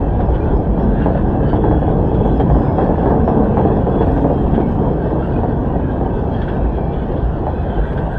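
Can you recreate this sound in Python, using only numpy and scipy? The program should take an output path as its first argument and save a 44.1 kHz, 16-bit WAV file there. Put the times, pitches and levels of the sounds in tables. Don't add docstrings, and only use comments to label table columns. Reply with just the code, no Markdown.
import sys
import numpy as np
from scipy import signal
from scipy.fft import rfft, irfft
from scipy.io import wavfile
from scipy.ndimage import uniform_filter1d, minimum_filter1d, map_coordinates

SR = 44100
rng = np.random.default_rng(int(sys.argv[2]) if len(sys.argv) > 2 else 0)


def to_wav(s):
    ch = np.atleast_2d(s).T
    pcm = np.round(np.clip(ch, -1, 1) * 32767)
    wavfile.write(sys.argv[1], SR, pcm.astype(np.int16))


N = 360738


def amp(db):
    return 10 ** (np.asarray(db) / 20)


def unit(x):
    return x / np.sqrt(np.mean(x ** 2) + 1e-20)


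def curves(rows):
    s, *cols = np.transpose(rows)
    return [np.interp(np.arange(N) / SR, s, c) for c in cols]


def wobble(rate):
    knots = rng.standard_normal(int(N * rate / SR) + 4)
    return map_coordinates(knots, [np.arange(N) * rate / SR], mode="nearest")


def flutter(n, rate):
    at = [np.arange(n) * rate / SR]
    real, imag = [map_coordinates(knots, at, mode="nearest") for knots in rng.standard_normal((2, 1000))]
    return (real + 1j * imag) / np.sqrt(np.mean(real ** 2 + imag ** 2))


def add(track, s, sound):
    start = int(np.clip(round(s * SR), 0, N))
    track[start:start + len(sound)] += sound[:N - start]


def body(spectrum, modes=(), size=8192):
    hz = np.fft.rfftfreq(size, 1 / SR)
    f, level = np.transpose(spectrum)
    beyond_db = -60 * np.log10(np.maximum(hz / f[-1], 1))
    db = np.interp(np.log(hz + 1), np.log(f), level) + beyond_db
    for centre, width, lift in modes:
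        db = db + lift / (1 + (2 * (hz - centre) / width) ** 2)
    cepstrum = irfft(np.log(amp(db)))
    cepstrum[1:size // 2] *= 2
    cepstrum[size // 2 + 1:] = 0
    response = irfft(np.exp(rfft(cepstrum)))
    return response / np.linalg.norm(response)


def rolling(response, bumps_per_s, bump_share):
    n = N + len(response) - 1
    bumps = (rng.random(n) < bumps_per_s / SR) * rng.standard_normal(n)
    roughness = rng.standard_normal(n)
    return unit(signal.fftconvolve(bump_share * unit(bumps) + roughness, response, "valid"))


def steady(x, seconds):
    size = max(int(seconds * SR), 2)
    power = uniform_filter1d(uniform_filter1d(x ** 2, size), size)
    return x / np.sqrt(np.abs(power) + 1e-9)


def patches(x, patchy_db, width_hz, seconds):
    z = signal.stft(x, nperseg=2048)[2]
    bins = max(width_hz * 2048 / SR, 1)
    frames = max(seconds * SR / 1024, 1)
    row, col = np.indices(z.shape)
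    field = map_coordinates(rng.standard_normal(z.shape), [row / bins, col / frames], order=1)
    return unit(signal.istft(z * amp(patchy_db * unit(field)), nperseg=2048)[1][:N])


REBOUND_S, REBOUND_DB = .0065, -5


def blow(response, t60, chatter_db, tail_db, tail_t60):
    t = np.arange(SR // 3) / SR
    fade = np.exp(-np.log(1000) * t / t60)
    fade = fade + amp(tail_db) * np.exp(-np.log(1000) * t / tail_t60)
    rise = 1 - np.exp(-t / REBOUND_S)
    chatter = signal.fftconvolve(rise * fade * rng.standard_normal(len(t)), response)
    sound = amp(chatter_db) * chatter / np.linalg.norm(chatter)
    sound[:len(response)] += response
    rebound = int(REBOUND_S * SR * rng.uniform(.8, 1.3))
    sound[rebound:][:len(response)] += amp(REBOUND_DB) * response
    return sound / np.std(sound[:SR // 50])


# time in seconds, base level in dB of the
# deck rumble, base level in dB of the rail roar.
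ROAR_LEVELS = [(0, -20, -26.5), (1, -16.5, -26.5), (2, -16, -25.5), (2.5, -14.5, -24.5), (2.75, -16, -22.5),
               (3.6, -15.5, -23), (4.4, -16.5, -24.5), (5.3, -18.5, -26.5), (5.8, -19, -27),
               (6.8, -20.5, -28), (7.5, -22, -28), (8.18, -24, -27)]
# time in seconds, base level of the boom in dB.
BOOM_LEVELS = [(0, -17), (0.7, -18), (1.3, -18.5), (1.65, -17.5), (2.5, -18.5), (2.75, -20.5), (4.1, -18),
               (4.7, -21), (5.9, -21), (6.4, -20.5), (8.18, -21.5)]
# frequency in Hz, relative density in dB per Hz.
GIRDER_SPECTRUM = [(10, -24), (22, -15.5), (33, -10.5), (44, -4), (54, -1.5), (68, -4), (90, -6),
                   (115, -14), (200, -48.5)]
DECK_SPECTRUM = [(70, -29.5), (105, -5), (140, 0.5), (180, -0.7), (250, -3.5), (340, -5.5), (450, -6.5),
                 (560, -14.5), (900, -50)]
RAIL_SPECTRUM = [(250, -20.5), (400, -3), (480, 0), (640, -0.5), (740, 0), (900, -4), (1030, -9.5),
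                 (1200, -16), (1400, -29), (1900, -33), (2600, -56.5)]
# frequency in Hz, width in Hz, lift above the spectrum in dB.
PLATE_MODES = [(140, 47, 2.5), (291.7, 20, 2), (441.5, 7.3, 2), (566.5, 13, 2.5), (690, 20, 1)]
TURN_S, THROB_AT_S, THROB_DB = .288, 3.12, 1.5


def bridge():
    boom_db, deck_db, rail_db = curves(BOOM_LEVELS) + curves(ROAR_LEVELS)
    throb_db = THROB_DB * np.cos(2 * np.pi * (np.arange(N) / SR - THROB_AT_S) / TURN_S)
    dip_db = uniform_filter1d(lift_db(), size=256)

    boom = rolling(body(GIRDER_SPECTRUM), 60, bump_share=0.52)
    boom = amp(boom_db + 0.1 + 1.3 * wobble(16)) * steady(boom, seconds=0.064)

    deck = rolling(body(DECK_SPECTRUM, PLATE_MODES), 900, bump_share=0.25)
    deck = patches(deck, patchy_db=1.1, width_hz=30, seconds=.09)
    deck_db = deck_db + dip_db + 0.66 * throb_db + 0.4 * wobble(18)
    deck = amp(deck_db) * steady(deck, seconds=0.071)

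    rail = rolling(body(RAIL_SPECTRUM, PLATE_MODES), 600, bump_share=0.3)
    rail = patches(rail, patchy_db=1.3, width_hz=61.7, seconds=.08)
    rail_db = rail_db + 0.56 + dip_db + throb_db + 0.53 * wobble(16)
    rail = amp(rail_db) * steady(rail, seconds=0.1)
    return boom + deck + rail


# middle in seconds, pitch in Hz, peak in dB before HEAVE_DB.
HEAVES = [(.06, 56.2, -13), (.34, 59.5, -9), (0.559, 58, -9.5), (.74, 56.5, -11), (0.911, 53.8, -12.5),
          (1.47, 54.8, -12.5), (1.8, 61.8, -8), (2.28, 50.4, -11), (2.37, 55, -10.5), (2.55, 55.5, -7),
          (4.04, 55.2, -15), (4.88, 46.7, -13.5), (5.67, 51.7, -13), (6.36, 57, -17), (6.649, 53.5, -11),
          (6.87, 51, -17), (7.26, 59.1, -11), (7.81, 47.8, -10), (8.02, 58.6, -18)]
HEAVE_S, HEAVE_DB = 0.161, -3.2


def heaves():
    track, t = np.zeros(N), np.arange(int(HEAVE_S * SR)) / SR
    for s, hz, db in HEAVES:
        swing = np.sin(2 * np.pi * (hz * t + rng.random()))
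        add(track, s - HEAVE_S / 2, amp(db + HEAVE_DB) * np.hanning(len(t)) * swing)
    return track


# middle in seconds, length in seconds
# between the half-height points of the swell, pitch in Hz, level in dB (rms before the swell shapes it).
DRONES = [(0.88, .3, 215, -21), (1.65, 0.51, 100, -21.5), (1.698, 0.38, 305, -20.5),
          (2.53, 0.29, 136.4, -18.5), (3.298, .4, 220.7, -19), (3.42, 0.52, 454, -24),
          (3.746, 0.28, 206.5, -23), (4.202, 0.36, 279, -23), (4.599, 0.37, 222, -21), (5.6, .5, 245, -25),
          (8.05, .4, 145, -24.5)]
DRONE_WIDTH_HZ = 40


def drones():
    track = np.zeros(N)
    for s, length, hz, db in DRONES:
        n = int(2 * length * SR)
        swing = flutter(n, DRONE_WIDTH_HZ) * np.exp(2j * np.pi * hz * np.arange(n) / SR)
        add(track, s - length, amp(db) * np.hanning(n) * unit(swing.real))
    return track


# time in seconds,
# clack level in dB before CLACK_DB, clack pitch in Hz, thud level in dB before THUD_DB.
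KNOCKS = [(0.194, -13.5, 717, -24.5), (0.287, -15.5, 742, -24), (0.777, -15, 676, -18.5),
          (1.059, -9, 806, -9), (1.149, -13, 625, -21), (1.531, -9, 944, -13), (1.64, -9, 834, -13),
          (1.712, -9.5, 743, -13), (1.819, -13, 700, -18), (1.879, -12, 710, -23), (2.116, -13, 755, -17),
          (2.253, -10.5, 777, -18), (2.398, -9.5, 756, -11), (2.5, -9.5, 727, -15), (2.784, -5.5, 753, -14),
          (2.819, -12, 710, -15), (2.89, -13, 783, -15), (2.98, -11, 700, -16), (3.031, -12, 763, -12.5),
          (3.059, -8, 856, -9.5), (3.106, -10, 760, -15), (3.277, -7, 740, -11.5), (3.461, -15.5, 680, -17),
          (3.571, -6.5, 853, -11.5), (3.651, -8.5, 710, -6.5), (3.768, -12.5, 716, -13),
          (3.868, -12, 726, -14.5), (4.008, -10, 874, -8), (4.072, -15.5, 696, -23),
          (4.164, -14, 850, -19.5), (4.244, -9.5, 600, -8.5), (4.3, -13, 640, -8.5),
          (4.578, -12, 840, -8.5), (4.754, -20, 703, -22), (5.106, -17.5, 725, -25), (5.433, -11, 732, -20),
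          (5.486, -20, 746, -19), (6.011, -18, 740, -23), (6.775, -17.5, 640, -25), (7.468, -11, 817, -25),
          (7.763, -19, 757, -19)]
# frequency in Hz, relative density in dB per Hz.
KNOCK_SPECTRUM = [(200, -27), (500, 2.5), (750, 5), (950, -1), (1150, -10.5), (1400, -21), (1650, -16),
                  (2100, -31.5), (3300, -41.5), (5000, -59.5), (10000, -81)]
THUD_SPECTRUM = [(50, -11.5), (130, -9), (300, 0.5), (480, 2.5), (800, -17.5), (2000, -67)]
# frequency in Hz,
# width in Hz, lift above the spectrum in dB.
RAIL_MODES = [(596, 48, 3.5), (810, 45, 6), (890, 90, 5)]
CLATTER_HZ, CLATTER_WIDTH_HZ = 1450, 980
CLATTER_FROM_DB, CLATTER_GROWS = -13.5, 0.53
CLACK_DB, THUD_DB = -9, -6


def knocks():
    track, deck = np.zeros(N), body(THUD_SPECTRUM, PLATE_MODES)
    for s, db, clack_hz, thud_db in list(KNOCKS) + flat_blows():
        place = clack_hz / RAIL_MODES[1][0]
        clatter = (CLATTER_HZ, CLATTER_WIDTH_HZ, CLATTER_GROWS * max(db - CLATTER_FROM_DB, 0))
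        modes = [clatter] + [(hz * place, width, lift) for hz, width, lift in RAIL_MODES]
        rail = body(KNOCK_SPECTRUM, modes)
        clack = blow(rail, t60=0.18, chatter_db=1.0, tail_db=-13.0, tail_t60=0.23)
        thud = blow(deck, t60=0.14, chatter_db=0.5, tail_db=-12.0, tail_t60=0.3)
        add(track, s, amp(db + CLACK_DB) * clack)
        add(track, s, amp(thud_db + THUD_DB) * thud)
    return track


# nearest blow in seconds, seconds per turn, clack level in dB
# there, before scatter and CLACK_DB.
FLAT_WHEELS = [(2.203, .288, -18.5), (2.982, .2929, -18), (3.422, .2875, -18.5), (4.275, .2935, -18.5),
               (6.526, .2875, -29.5)]
SPEED_M_PER_S, DISTANCE_M, SOUND_M_PER_S = 10, 20, 343
FLAT_FADE_DB_PER_M, FLAT_SCATTER_DB = 0.1, 1.2
FLAT_HZ, FLAT_THUD_DB = 771, -2


def flat_blows(count=8):
    turns = np.arange(-count, count + 1)
    hard_s = np.array(KNOCKS)[:, 0]
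    blows = []
    for s, turn_s, db in FLAT_WHEELS:
        along_m = SPEED_M_PER_S * turn_s * turns
        delay_s = (np.hypot(DISTANCE_M, along_m) - DISTANCE_M) / SOUND_M_PER_S
        scatter_db = FLAT_SCATTER_DB * rng.standard_normal(len(turns))
        level_db = db - FLAT_FADE_DB_PER_M * np.abs(along_m) + scatter_db
        clack_hz = FLAT_HZ * amp(0.74 * rng.standard_normal(len(turns)))
        blows += zip(s + turn_s * turns + delay_s, level_db, clack_hz, level_db + FLAT_THUD_DB)
    return [row for row in blows if 0 < row[0] < N / SR and np.abs(hard_s - row[0]).min() > .035]


LIFT_S, LIFT_DB = .025, 2.5


def lift_db():
    t = np.arange(N) / SR
    return -LIFT_DB * sum(np.abs(t - (s - LIFT_S / 2)) < LIFT_S / 2 for s, *_ in KNOCKS)


# time in seconds, base level of the fine hiss in dB.
HISS_LEVELS = [(0, -81), (1.2, -77.5), (2.3, -72.5), (3.5, -76), (4.2, -71), (4.9, -76.5), (7.5, -81.5),
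               (8.1, -74)]
# frequency in Hz, relative
# density in dB per Hz.
WEB_SPECTRUM = [(900, -32.5), (1300, -5.5), (1560, -3), (1800, -7), (1950, -13.5), (2150, -27),
                (3000, -40.5)]
SCRAPE_SPECTRUM = [(1600, -20.5), (2100, -9.5), (2650, 2.5), (2900, -2.5), (3350, -2), (3700, -8),
                   (4300, -17), (5100, -32), (6000, -40), (9000, -58.5)]
SIZZLE_SPECTRUM = [(3000, -10.5), (5000, -2), (5800, -6), (6400, 5), (7100, 0), (7800, 3.5), (9200, -3.5),
                   (10200, -16), (15000, -23)]
# frequency in Hz, width in Hz, lift above the spectrum in dB.
WHEEL_MODES = [(1553, 100, 4.8), (2300, 21, 1), (3217, 120, 5.1), (3420, 160, 2.7), (4660, 210, 6.1),
               (5030, 230, 9.7), (6570, 320, 8.6), (7300, 300, 5.3)]
SCRAPE_DB, RING_DB = -56, -43.5
HISS_FOLLOWS, HISS_FLICKER_DB = 0.49, 1.5


def wheels():
    scrape_db, ring_db = rub_db()
    hiss_db, = curves(HISS_LEVELS)
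    ring = rolling(body(WEB_SPECTRUM, WHEEL_MODES), 600, bump_share=0.62)
    ring = patches(ring, patchy_db=3.0, width_hz=90.2, seconds=.08)
    scrape = rolling(body(SCRAPE_SPECTRUM, WHEEL_MODES), 600, bump_share=0.39)
    scrape = patches(scrape, patchy_db=3.5, width_hz=80, seconds=.08)
    hiss = rolling(body(SIZZLE_SPECTRUM), 600, bump_share=.3)
    hiss = patches(hiss, patchy_db=4.5, width_hz=92, seconds=0.065)
    hiss_db = hiss_db + HISS_FOLLOWS * scrape_db + HISS_FLICKER_DB * wobble(45)
    pressure_db = 1.4 * wobble(17)
    mix = amp(RING_DB + ring_db) * ring + amp(SCRAPE_DB + scrape_db) * scrape + amp(hiss_db) * hiss
    return amp(pressure_db) * mix


# middle in seconds, length in seconds between the half-height
# points, rise of the scrape in dB, rise of the wheel ring in dB (negative where it falls).
RUBS = [(0.35, 0.18, 1.5, 2.5), (1.051, 0.24, 3, 4.5), (1.502, 0.19, 0.5, 3), (2.247, 0.53, 3.5, -1.5),
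        (2.93, 0.4, 5, 3), (3.614, 0.25, 1.5, 2), (3.99, 0.53, 4, 2), (4.6, 0.39, 2, -1),
        (5.28, 0.31, 2.5, 1), (6.433, 0.28, 4, 2.5), (7.098, 0.57, 2, 0), (7.96, 0.69, 2, 3)]


def rub_db():
    t = np.arange(N) / SR
    return sum(np.outer([scrape_db, ring_db], np.exp(-np.log(2) * (2 * (t - s) / length) ** 2))
               for s, length, scrape_db, ring_db in RUBS)


# central pitch in Hz, level in dB before SINGING_DB.
SINGING_MODES = [(1545, -1.5), (1610, -2.5), (2205, -11), (2345, -12), (2620, -11.5), (3060, -11.5),
                 (3300, -13), (3920, -20), (4150, -21), (4470, -21), (5040, -22.5), (5200, -23.5),
                 (5430, -30), (5690, -28.5), (6130, -26)]
SINGING_DB, SINGING_FOLLOWS = -53, 0.31


def singing():
    track = np.zeros(N)
    for hz, db in SINGING_MODES:
        pitch_hz = hz * (1 + .007 * wobble(7)) + 32 * wobble(160)
        phase = 2 * np.pi * np.cumsum(pitch_hz) / SR
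        swell_db = 5 * np.clip(wobble(13), -2, 1) + 4.4 * wobble(90) + 2.8 * np.clip(wobble(2.7), -2, 1)
        track += amp(db) * unit(amp(swell_db)) * np.sin(phase)
    return amp(SINGING_DB + SINGING_FOLLOWS * rub_db()[0]) * track


# middle in seconds, half of the whole span in seconds, pitch in Hz at the
# middle, level in dB, roughness from 0 to 1.
SQUEAKS = [(0.35, .04, 3015, -47, .6), (0.426, .045, 2410, -44, .7), (0.58, 0.099, 5020, -62.5, .5),
           (0.831, 0.086, 5430, -62, .3), (1.152, .11, 4200, -62, .5), (1.489, 0.12, 3050, -48, .6),
           (1.507, 0.087, 4560, -56.5, .4), (1.743, 0.48, 3340, -51.5, .4), (2.27, .32, 3340, -50.5, .15),
           (2.54, .06, 4900, -63, .6), (2.658, .42, 5060, -61.5, 0), (2.702, 0.064, 2200, -47, .7),
           (3.015, 0.1, 1616, -39, .6), (3.099, 0.097, 1650, -34.5, .6), (3.286, 0.1, 5448, -59.5, .3),
           (3.993, .12, 3370, -47.5, .4), (4.645, 0.14, 2230, -47, .6), (5.239, .086, 1350, -37, .5),
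           (5.253, 0.094, 2760, -51, .4), (5.28, .05, 12280, -70, .1), (5.366, 0.064, 2480, -45, .5),
           (5.899, 0.057, 1583, -35, .5), (6.352, 0.058, 3240, -43.5, .2), (6.416, .1, 4480, -62, .6),
           (6.488, .035, 1560, -30.5, .3), (6.849, 0.43, 2350, -53.5, .4), (7.781, 0.2, 3120, -51, .7),
           (7.872, .12, 1920, -45, .7), (7.987, .035, 1550, -32, .4)]
WAVER_HZ, SAG_HZ_PER_S = 16, 70
SLIP_HZ = 172


def squeaks():
    track = np.zeros(N)
    for s, length, hz, db, rough in SQUEAKS:
        n, rough = int(2 * length * SR), np.clip(rough, 0, 1)
        noise = rng.standard_normal(2 * SR)
        waver = unit(uniform_filter1d(uniform_filter1d(noise, size=120), size=60))[:n]
        sag_hz = SAG_HZ_PER_S * (np.arange(n) / SR - length)
        phase = 2 * np.pi * np.cumsum(hz + WAVER_HZ * waver - sag_hz) / SR
        grip = np.sqrt(1 - rough) + np.sqrt(rough) * flutter(n, SLIP_HZ)
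        tone = np.real(grip * np.exp(1j * phase))
        add(track, s - length, amp(db) * np.hanning(n) ** 2 * tone)
    return track


# time in seconds, level in dB before CLANK_DB and the soft
# rise, ring in Hz, lift of the ring over the rattle in dB, time constant of the rise in seconds.
CLANKS = [(0.2034, -37, 2300, 6, .005), (0.3436, -38.5, 3000, 4, 0.0068), (1.4311, -41, 3070, 5, 0.0067),
          (1.4862, -36, 3030, 3, .007), (1.5495, -37.5, 3380, 5, .007), (2.14, -38, 3280, 8, .007),
          (2.398, -34.5, 3340, -0.5, 0.0032), (3.2775, -40, 2410, -1, .003), (4.0136, -36, 2730, 5, .007),
          (4.17, -40.5, 2110, 6, 0.0057), (4.542, -33, 3170, 5, 0.0089), (4.597, -36, 2510, 4, 0.012),
          (6.414, -33.5, 3350, 5, 0.0081), (6.477, -30.5, 3250, 4, 0.014),
          (6.927, -41.5, 3330, 6.5, 0.0062), (7.1613, -41, 3280, 2, .007), (7.922, -36.5, 2500, 5, .012),
          (7.969, -31.5, 4700, 5, .014)]
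# frequency in Hz, relative density in dB per Hz.
FITTING_SPECTRUM = [(600, -3), (1550, 16.5), (2100, 1.5), (2700, -3), (3300, 3.5), (4000, -12.5),
                    (5000, -18.5), (6000, -26), (9000, -34.5), (11000, -51.5)]
CLANK_DB = -1


def clanks():
    track = np.zeros(N)
    for s, db, ring_hz, ring_db, rise_s in CLANKS:
        own_modes = [(ring_hz, 260, ring_db)] + [(hz, 90, 4) for hz in rng.uniform(2400, 5500, size=6)]
        fitting = body(FITTING_SPECTRUM, own_modes)
        sound = blow(fitting, t60=0.1, chatter_db=15.5, tail_db=-19.0, tail_t60=0.18)
        rise = 1 - np.exp(-np.arange(len(sound)) / SR / rise_s)
        add(track, s - .003, amp(db + CLANK_DB) * rise * sound)
    return track


def air():
    return amp(-82.0) * rng.standard_normal(N)


def scene():
    structure = bridge() + heaves() + drones()
    contact = knocks() + wheels() + singing() + squeaks()
    return (structure + contact + clanks() + air())[None]


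TOP_HZ = 15500


def record(dry):
    ceiling = .9
    opening = np.minimum(1, np.arange(N) / SR / .005)
    needed = np.minimum(1, ceiling / (np.abs(dry) + 1e-9))
    gain = minimum_filter1d(needed, size=601)
    gain = uniform_filter1d(uniform_filter1d(gain, size=300), size=300)
    treble_cut = signal.butter(12, TOP_HZ, fs=SR, output="sos")
    return signal.sosfilt(treble_cut, dry * gain * opening)


dry = scene()
out = record(dry)
to_wav(out)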